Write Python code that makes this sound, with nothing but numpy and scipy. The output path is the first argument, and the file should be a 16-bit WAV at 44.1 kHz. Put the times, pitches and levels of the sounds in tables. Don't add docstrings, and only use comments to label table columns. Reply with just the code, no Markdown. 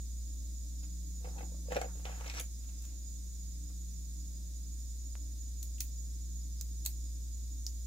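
import sys
import numpy as np
from scipy import signal
from scipy.fft import rfft, irfft
from scipy.io import wavfile
from scipy.ndimage import uniform_filter1d

SR = 44100
rng = np.random.default_rng(int(sys.argv[2]) if len(sys.argv) > 2 else 0)


def master(y):
    cut = np.clip(np.atleast_2d(y).T, -1, 1)
    pcm = np.round(cut * 32767)
    wavfile.write(sys.argv[1], SR, pcm.astype(np.int16))


N = 346934
TIME = np.arange(N) / SR
BINS = np.maximum(np.arange(N // 2 + 1) * SR / N, 1)

# f/Hz, t60/s (time to fade by 60 dB), relative level/dB
ROOM = [(200, 0.1, -16), (595, 0.11, 0), (1700, 0.16, 1), (3400, 0.13, -4), (6800, 0.07, -3.5),
        (13500, 0.19, -0.5)]
ROOM_APART_HZ = 900
TRAY_ROOM_DB, PEN_ROOM_DB, POP_ROOM_DB = -0.5, -0.5, -9

# t/s, level/dB
HUM_LEVEL = [(0.15, -39.5), (2.88, -41.5), (4.46, -41), (4.65, -40.5), (6.96, -39), (7.7, -39.5)]
HUM_HZ, HUM_LAG_RAD = 59.286, 0.24
OVERTONE_HZ = [118.83, 296.4, 533.8, 592.9]
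# level/dB, wavering/dB
OVERTONES = [(-70, 1), (-77.5, 7.5), (-97.5, 10.5), (-91, 6)]
BEATING_HZ = 178.26
THIRD_DB, BEATING_DB, PAIR_FADE_DB_PER_S, BEAT_DIP_S = -68, -62.5, 1, 2.75
# f/Hz, relative level per Hz/dB
RUMBLE_COLOUR = [(12, -20), (25, -3.5), (40, 3.5), (80, -1), (110, -7), (160, -8), (250, -9), (310, -9.5),
                 (400, -22), (630, -27), (1000, -33), (1300, -41), (2200, -44)]
# f/Hz, relative level per Hz/dB
RUSH_COLOUR = [(880, -29), (1500, -22.5), (2370, -22), (3130, -24.5), (3600, -10.5), (4710, -14),
               (4860, -10.5), (5260, -11), (6350, -8), (6680, -3), (7090, -10), (7530, -9), (9180, -14.5),
               (12600, -13), (16200, -18.5)]
RUMBLE_DB, RUSH_DB = -57.5, -60.5
WHINE_HZ = [3973, 4980, 5513, 5556, 5960, 6155, 6461, 6641, 6699, 6761, 6850, 7057, 7175, 8016, 8253, 8710]
# width/Hz, level/dB
WHINES = [(12.2, -102), (28.4, -72), (15.9, -75), (14.9, -83), (36, -72), (79, -74), (40.4, -78),
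          (11.5, -81), (11.8, -75.5), (15, -73.5), (48.3, -60), (12, -83.5), (12.3, -73.5), (15.4, -80),
          (16.8, -77.5), (19.9, -103)]
# f/Hz, likeness (1 same, 0 unrelated, -1 opposite)
LIKENESS = [(60, 1), (150, 0.75), (380, 0.44), (950, -0.35), (2380, 0.029), (5980, 0.038), (15000, -0.047)]
# f/Hz, left minus right/dB
LEAN = [(60, -4.5), (110, 3), (200, -2), (380, -2.5), (700, -3), (1290, 1), (2380, 2), (4400, -3.5),
        (8120, -5.5), (15000, -2.5)]

# t/s, drive level/dB, focus/octaves above 1 kHz, contact/ms,
# lower boom level/dB, upper boom level/dB
KNOCKS = [(0.824, -60, 0.82, 27, -69, -69), (1.242, -45, -0.09, 18, -52, -54),
          (1.272, -42.5, -1, 4.5, -46, -54), (1.359, -55, -0.79, 5.6, -53, -59),
          (1.377, -49.5, 0.67, 21, -63, -50), (1.406, -39, -0.15, 4.6, -57, -49),
          (1.429, -44, -.3, 6, -55, -51), (1.518, -58, -1, 8.8, -51.5, -80),
          (1.542, -59, -0.26, 8.1, -56, -76), (1.683, -52, -.6, 10, -40.5, -62),
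          (1.701, -41.5, -0.22, 27, -42, -56), (1.717, -34.5, 0, 9.3, -32.5, -36),
          (1.727, -40, 0.13, 9.8, -44, -38), (1.745, -41, 0.69, 7.7, -52, -49),
          (1.756, -32, 0.089, 8.9, -36, -51), (1.7635, -30, 0.46, 6.7, -26, -30.5),
          (1.771, -33, -0.14, 3.6, -27.5, -53), (1.813, -34, 0.37, 6.1, -37, -35),
          (1.842, -40, -0.3, 9.5, -38, -47), (1.857, -52, -1, 4.4, -42, -64),
          (2.053, -36.5, 0.58, 6.5, -44, -47), (2.063, -50, 0, 8, -49, -45.5),
          (2.092, -44, -0.35, 5.1, -46, -52), (2.123, -63, .5, 10, -65, -54), (2.135, -64, 0, 14, -70, -59),
          (2.15, -52, .3, 8.7, -68, -57), (2.175, -52, 0.2, 11, -63, -59), (2.207, -44, 0.13, 6, -52, -47),
          (2.243, -51, 0.76, 6.6, -60, -64), (2.258, -46, 0.74, 12, -47, -53),
          (2.275, -49, 1.2, 8, -54, -65), (2.296, -41.5, 1.2, 7.4, -58, -50),
          (2.337, -47.5, 0.41, 6.1, -49, -55), (2.365, -54, -0.05, 10, -64, -62),
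          (2.401, -39.5, 1, 2.7, -46, -54), (2.688, -59, 0.78, 12, -80, -78),
          (3.697, -53, .2, 4.1, -82, -78)]
# t/s, pressure level/dB, focus/octaves above 1 kHz
SCRAPE = [(1.2, -72, -0.6), (1.288, -59, 0), (1.41, -59.5, -1.5), (1.62, -63, -3), (1.72, -67, 2),
          (1.92, -68.5, -0.4), (2.02, -62.5, 0), (2.096, -57, 0.5), (2.2, -60, 0.4), (2.27, -56.5, 0.5),
          (2.325, -62, 1.1), (2.388, -53, 1.4), (2.426, -69.5, -2), (2.5, -100, 11), (2.62, -76.5, 1),
          (2.862, -79, 2), (2.95, -76, -0.5)]
TRAY_HZ = [200, 300, 490, 535, 680, 781, 950, 1168, 1450, 1840, 2200, 2700, 3200, 3900, 4700, 5700, 7500]
# gain level/dB, longest t60/s
TRAY_MODES = [(-13, 0.044), (3, 0.035), (-2, 0.022), (-6, 0.078), (-11, 0.031), (2.5, 0.016), (-24, 0.087),
              (-15, 0.053), (-3, 0.0037), (-13.5, 0.0074), (-2.5, 0.0061), (-1.5, 0.0058), (-5, 0.0052),
              (4.5, 0.0031), (-2.5, 0.0069), (10, 0.0061), (12, 0.0028)]
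GROUP_EDGES_HZ = [630, 1300]
SCRAPE_COUPLING_DB = (-22, -23, -14.5)
KNOCK_COUPLING_DB = (-21, -28, -17)
TRAY_FOCUS_DB = 4.5
SLIPS_PER_S, SLIP_SPREAD_DB = 500, 5.5
SLIDE_SHIFT_DB = 4
BOOM_HZ = (512, 790)
BOOM_SHIFT = .035
BOOM_RISE_MS, BOOM_FOLLOWS = 2.55, 0.14
TRAY_LAG_S = 0.000252

# t/s, drive level/dB,
# focus/octaves above 1 kHz, chatter/ms, extra treble level/dB, ring f/Hz, ring level/dB
TICKS = [(1.7218, -40, 2.9, 1.2, -3, 1830, -38.5), (1.765, -36, 1.8, 1.4, -3, 2270, -42),
         (1.8128, -35, 2.58, 1.6, 1, 7580, -42), (2.0524, -41, 1.9, 0.85, -6, 2600, -40.5),
         (2.148, -53, 1.5, .5, 0, 1900, -54), (2.2087, -44, 1.07, 0.66, -8, 2800, -50),
         (2.245, -48, 1.6, 0.6, 0, 1400, -48), (2.2655, -43, 1.8, 0.59, -2, 2680, -48),
         (2.298, -36, 1.63, 1.7, -11, 2600, -44), (2.34, -44, 1.4, .5, 0, 2600, -42),
         (2.368, -45, 1.4, .6, 0, 1160, -49), (2.3972, -33, 3.04, 0.89, 0.5, 3470, -39),
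         (2.3995, -30.5, 2.78, 1.6, 0, 2320, -41.5), (2.41, -40, 2.9, 1, 0, 6300, -41),
         (2.822, -46.5, 2.86, 0.74, 4, 6960, -59), (2.852, -43, 2.74, 0.48, 2, 7000, -62),
         (5.627, -39, 2.54, 0.71, 0, 7500, -52), (5.6292, -34.5, 2.9, 0.75, 2, 7400, -47),
         (5.783, -49.5, 1.7, 0.44, 3, 2800, -68), (5.8042, -33, 2.6, 0.3, 4, 7060, -28),
         (5.8057, -28, 2.74, 0.3, 6.5, 4350, -33), (5.8074, -32, 2.1, 0.56, 11, 5330, -38),
         (6.611, -34, 2.8, 0.4, 2, 6000, -35), (6.8504, -31.5, 2.9, 1, -6, 7000, -44),
         (6.8577, -37, 2.9, 1.6, 5, 6470, -42), (6.8613, -22.5, 2.64, 0.4, 4, 6700, -37),
         (6.865, -48, 3, 0.49, 4, 4470, -48), (7.6657, -32, 2.7, 0.43, 3.5, 5250, -24.5)]
# f/Hz, gain level/dB, longest t60/s (ring() allows no less than 2 ms)
BARREL = [(864, 11, 0.0012), (1360, -4.5, 0.0042), (2520, -27, 0.0044), (2720, 4, 0.0053),
          (3280, -1.5, 0.0048), (4550, -4, .004), (5640, 6.5, 0.0021), (6710, -7.5, 0.0008),
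          (6830, 6.5, .0025), (9200, -38, .002), (10500, -15, .0014), (11280, 11, .0013),
          (12700, 12, .0012), (14400, 14, .001)]
BARREL_BANDS_HZ = [600, 1800, 4000, 6000, 9000, 17000]
TICK_COUPLING_DB = (-33, -26.5, -24.5, -24, -24.5)
BARREL_LEAN_DB = (4, 3.5, -3, -3.5, 2)
TICK_FOCUS_DB, TICK_FOCUS_FLOOR_DB = 22, 18
PORTS_UNLIKE = 0.88
PEN_UP_S = 2.6
TRAY_PAN_DB, PEN_PAN_DB = 1, -2
# t/s, level/dB, pull/ms, recovery/ms
POP = (5.1541, -41, .04, .2)
CUTOFF_HZ = 15780


def from_db(db):
    return 10 ** (np.asarray(db) / 20)


def rms_one(x):
    return x / np.sqrt(np.mean(x ** 2) + 1e-20)


def at_hz(points, hz):
    table = np.array(points)
    return np.interp(np.log(hz), np.log(table[:, 0]), table[:, 1])


def drift(rate):
    steps = rng.standard_normal(int(N / SR * 40) + 2)
    width = max(int(20 / rate), 1)
    smooth = uniform_filter1d(uniform_filter1d(steps, width), width)
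    return np.interp(TIME * 40, np.arange(len(steps)), rms_one(smooth))


def ring(clicks, hz, t60):
    r = from_db(-60 / (max(t60, .002) * SR))
    w = 2 * np.pi * hz / SR
    return signal.lfilter([0, np.sin(w)], [1, -2 * r * np.cos(w), r * r], clicks + 1e-18)


def swell(phase):
    return phase * np.exp(1 - phase)


def band_pass(x, low, high):
    return signal.sosfilt(signal.butter(2, [low, high], "band", fs=SR, output="sos"), x)


def off_focus(hz, focus, db_per_octave):
    return -db_per_octave * (np.log2(hz / 1000) - focus) ** 2


def add_note(out, s, hz, level_db, rise_ms, start):
    age = np.arange(2000) / SR
    at = round(s * SR)
    shape = swell(age * 1e3 / max(rise_ms, .1)) ** 2
    out[at:at + len(age)] += from_db(level_db) * shape * np.cos(2 * np.pi * (hz * age + start))


def room(x):
    age, tail = np.arange(SR // 2) / SR, 0
    table = np.array(ROOM)
    for hz in 150 * 2. 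** np.arange(7):
        band = band_pass(rng.standard_normal((2, len(age))), hz, 2 * hz)
        alike = np.clip(1 - hz / ROOM_APART_HZ, 0, 1)
        band[1] = alike * band[0] + np.sqrt(1 - alike ** 2) * band[1]
        middle = hz * np.sqrt(2)
        t60, level_db = at_hz(table[:, :2], middle), at_hz(table[:, ::2], middle)
        tail = tail + band * from_db(level_db - 60 * age / t60) / np.sqrt(t60 * SR / 14)
    tail = tail * np.clip(age / 0.00078, 0, 1)
    return signal.fftconvolve(x, tail, axes=1)[:, :N]


def steady_noise(gain):
    mid, side = rfft(rng.standard_normal((2, N)))
    alike = np.clip(at_hz(LIKENESS, BINS), -1, 1)
    pair = np.sqrt(1 + alike) * mid + np.sqrt(1 - alike) * side * [[1], [-1]]
    lean = from_db(at_hz(LEAN, BINS) * np.array([[.5], [-.5]]))
    out = irfft(gain * pair * lean, N)
    return out / np.std(out.mean(axis=0))


def two_motor_hum():
    lag = np.array([[HUM_LAG_RAD], [0]])
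    level_db = np.interp(TIME, *np.transpose(HUM_LEVEL)) + 0.071 * drift(0.78)
    out = from_db(level_db) * np.cos(2 * np.pi * HUM_HZ * TIME - .1 - lag)
    since_dip = TIME - BEAT_DIP_S
    for hz, level_db, sign in ((3 * HUM_HZ, THIRD_DB, -1), (BEATING_HZ, BEATING_DB, 1)):
        height = from_db(level_db - PAIR_FADE_DB_PER_S * since_dip)
        out += sign * height * np.cos(2 * np.pi * hz * since_dip - lag)
    for hz, (level_db, waver_db) in zip(OVERTONE_HZ, OVERTONES):
        height = from_db(level_db + waver_db * np.clip(drift(3), -2, 1.5))
        out += height * np.cos(2 * np.pi * hz * TIME + 1.13 * drift(1.03) - lag)
    return out * np.sqrt(2)


def whine():
    power = 0
    for hz, (width, level_db) in zip(WHINE_HZ, WHINES):
        power = power + from_db(2 * level_db) / width / (1 + ((BINS - hz) / width * 2) ** 2) ** 2
    return np.sqrt(power.sum() * SR / N * 4 / np.pi) * steady_noise(np.sqrt(power))


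def motors():
    out = two_motor_hum()
    out += from_db(RUMBLE_DB) * steady_noise(from_db(at_hz(RUMBLE_COLOUR, BINS)))
    out += from_db(RUSH_DB) * steady_noise(from_db(at_hz(RUSH_COLOUR, BINS)))
    return out + whine()


def grit(per_s, spread):
    sizes = from_db(spread * np.minimum(rng.exponential(1, N), 4)) * rng.choice([-1, 1], N)
    return rms_one(sizes * (rng.random(N) < per_s / SR))


def tray():
    rough, slips = grit(5000, 3.8), grit(SLIPS_PER_S, SLIP_SPREAD_DB)
    ms, out = np.arange(2000) / SR * 1e3, np.zeros(N)
    chance = rng.standard_normal((len(KNOCKS), len(TRAY_MODES)))
    times, pressure_db, slide_focus = np.transpose(SCRAPE)
    slide_db = np.interp(TIME, times, pressure_db, -140, -140) + 0.9 * drift(15)
    slide_focus = np.interp(TIME, times, slide_focus)
    for k, (hz, (level_db, t60)) in enumerate(zip(TRAY_HZ, TRAY_MODES)):
        group = np.searchsorted(GROUP_EDGES_HZ, hz)
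        grains = np.roll(rough, int(hz))
        scrape_db = slide_db + SCRAPE_COUPLING_DB[group] + off_focus(hz, slide_focus, TRAY_FOCUS_DB)
        drive = from_db(scrape_db + SLIDE_SHIFT_DB * drift(10)) * (0.68 * grains + 0.78 * slips)
        for (s, knock_db, focus, contact_ms, *_), own_db in zip(KNOCKS, chance[:, k]):
            at = round(s * SR)
            force_db = knock_db + KNOCK_COUPLING_DB[group] + off_focus(hz, focus, TRAY_FOCUS_DB) + own_db
            force = from_db(force_db) * swell(3 * ms / max(contact_ms, .5)) ** 2
            drive[at:at + len(ms)] += force * grains[at:at + len(ms)]
        out += from_db(level_db) * ring(drive, hz, min(t60, 60 / hz))
    return out


def booms():
    out = np.zeros(N)
    chances = rng.standard_normal((len(KNOCKS), 2, 2))
    for (s, _, _, contact_ms, *levels_db), chance in zip(KNOCKS, chances):
        rise_ms = BOOM_RISE_MS + BOOM_FOLLOWS * contact_ms
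        for hz, level_db, (shift, start) in zip(BOOM_HZ, levels_db, chance):
            add_note(out, s, hz * (1 + BOOM_SHIFT * shift), level_db, rise_ms, start)
    return out


def pop():
    s, level_db, pull_ms, recovery_ms = POP
    ms = (TIME - s) * 1e3
    fade = np.exp(-np.abs(ms) / np.where(ms < 0, 2 * pull_ms, recovery_ms))
    return from_db(level_db) * 2 * np.tanh(ms / pull_ms) * fade


def tick_rings():
    out = np.zeros(N)
    for (s, _, _, chatter_ms, _, hz, level_db), start in zip(TICKS, rng.random(len(TICKS))):
        add_note(out, s, hz, level_db, 0.95 * chatter_ms, start)
    pan_db = np.where(TIME < PEN_UP_S, TRAY_PAN_DB, PEN_PAN_DB)
    return out * from_db(pan_db * np.array([[.5], [-.5]]))


def ticks():
    s, drive_db, focus, chatter_ms, treble_db = np.transpose(TICKS)[:5]
    pan_db = np.where(s < PEN_UP_S, TRAY_PAN_DB, PEN_PAN_DB)
    chatter_ms = np.maximum(chatter_ms, .1)[:, None]
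    fade = 1.37 * swell(np.arange(400) / SR * 1e3 / chatter_ms) ** 1.42 / np.sqrt(chatter_ms)
    shared, *own = rng.standard_normal((len(s), 3, 400)).transpose(1, 0, 2)
    at = (s * SR).round().astype(int)[:, None] + np.arange(400)
    out = np.zeros((2, N))
    bands = zip(BARREL_BANDS_HZ, BARREL_BANDS_HZ[1:], TICK_COUPLING_DB, BARREL_LEAN_DB)
    for low, high, coupling_db, lean_db in bands:
        tilt_db = off_focus(np.sqrt(low * high), focus, TICK_FOCUS_DB)
        tilt_db = np.maximum(tilt_db, -TICK_FOCUS_FLOOR_DB)
        if high == BARREL_BANDS_HZ[-1]:
            tilt_db = tilt_db + treble_db
        clicks = np.zeros((2, N))
        for side, sign in enumerate((.5, -.5)):
            level_db = drive_db + tilt_db + coupling_db + sign * (pan_db + lean_db)
            chatter = (shared + PORTS_UNLIKE * own[side]) * fade
            np.add.at(clicks[side], at, chatter * from_db(level_db)[:, None])
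        rung = np.zeros((2, N))
        for hz, gain_db, t60 in BARREL:
            if low < hz < high:
                rung += from_db(gain_db) * ring(clicks, hz, min(t60, 16 / hz))
        out += band_pass(rung, low, high)
    return out


def scene():
    knocks = tray() + booms()
    far = np.stack([knocks, np.interp(TIME - TRAY_LAG_S, TIME, knocks)])
    near = ticks() + tick_rings()
    to_room = from_db(POP_ROOM_DB) * pop() + from_db(TRAY_ROOM_DB) * far + from_db(PEN_ROOM_DB) * near
    return motors() + far + near + pop() + room(to_room)


def record(dry):
    return signal.sosfilt(signal.ellip(12, .5, 60, CUTOFF_HZ, fs=SR, output="sos"), dry)


dry = scene()
out = record(dry)
master(out)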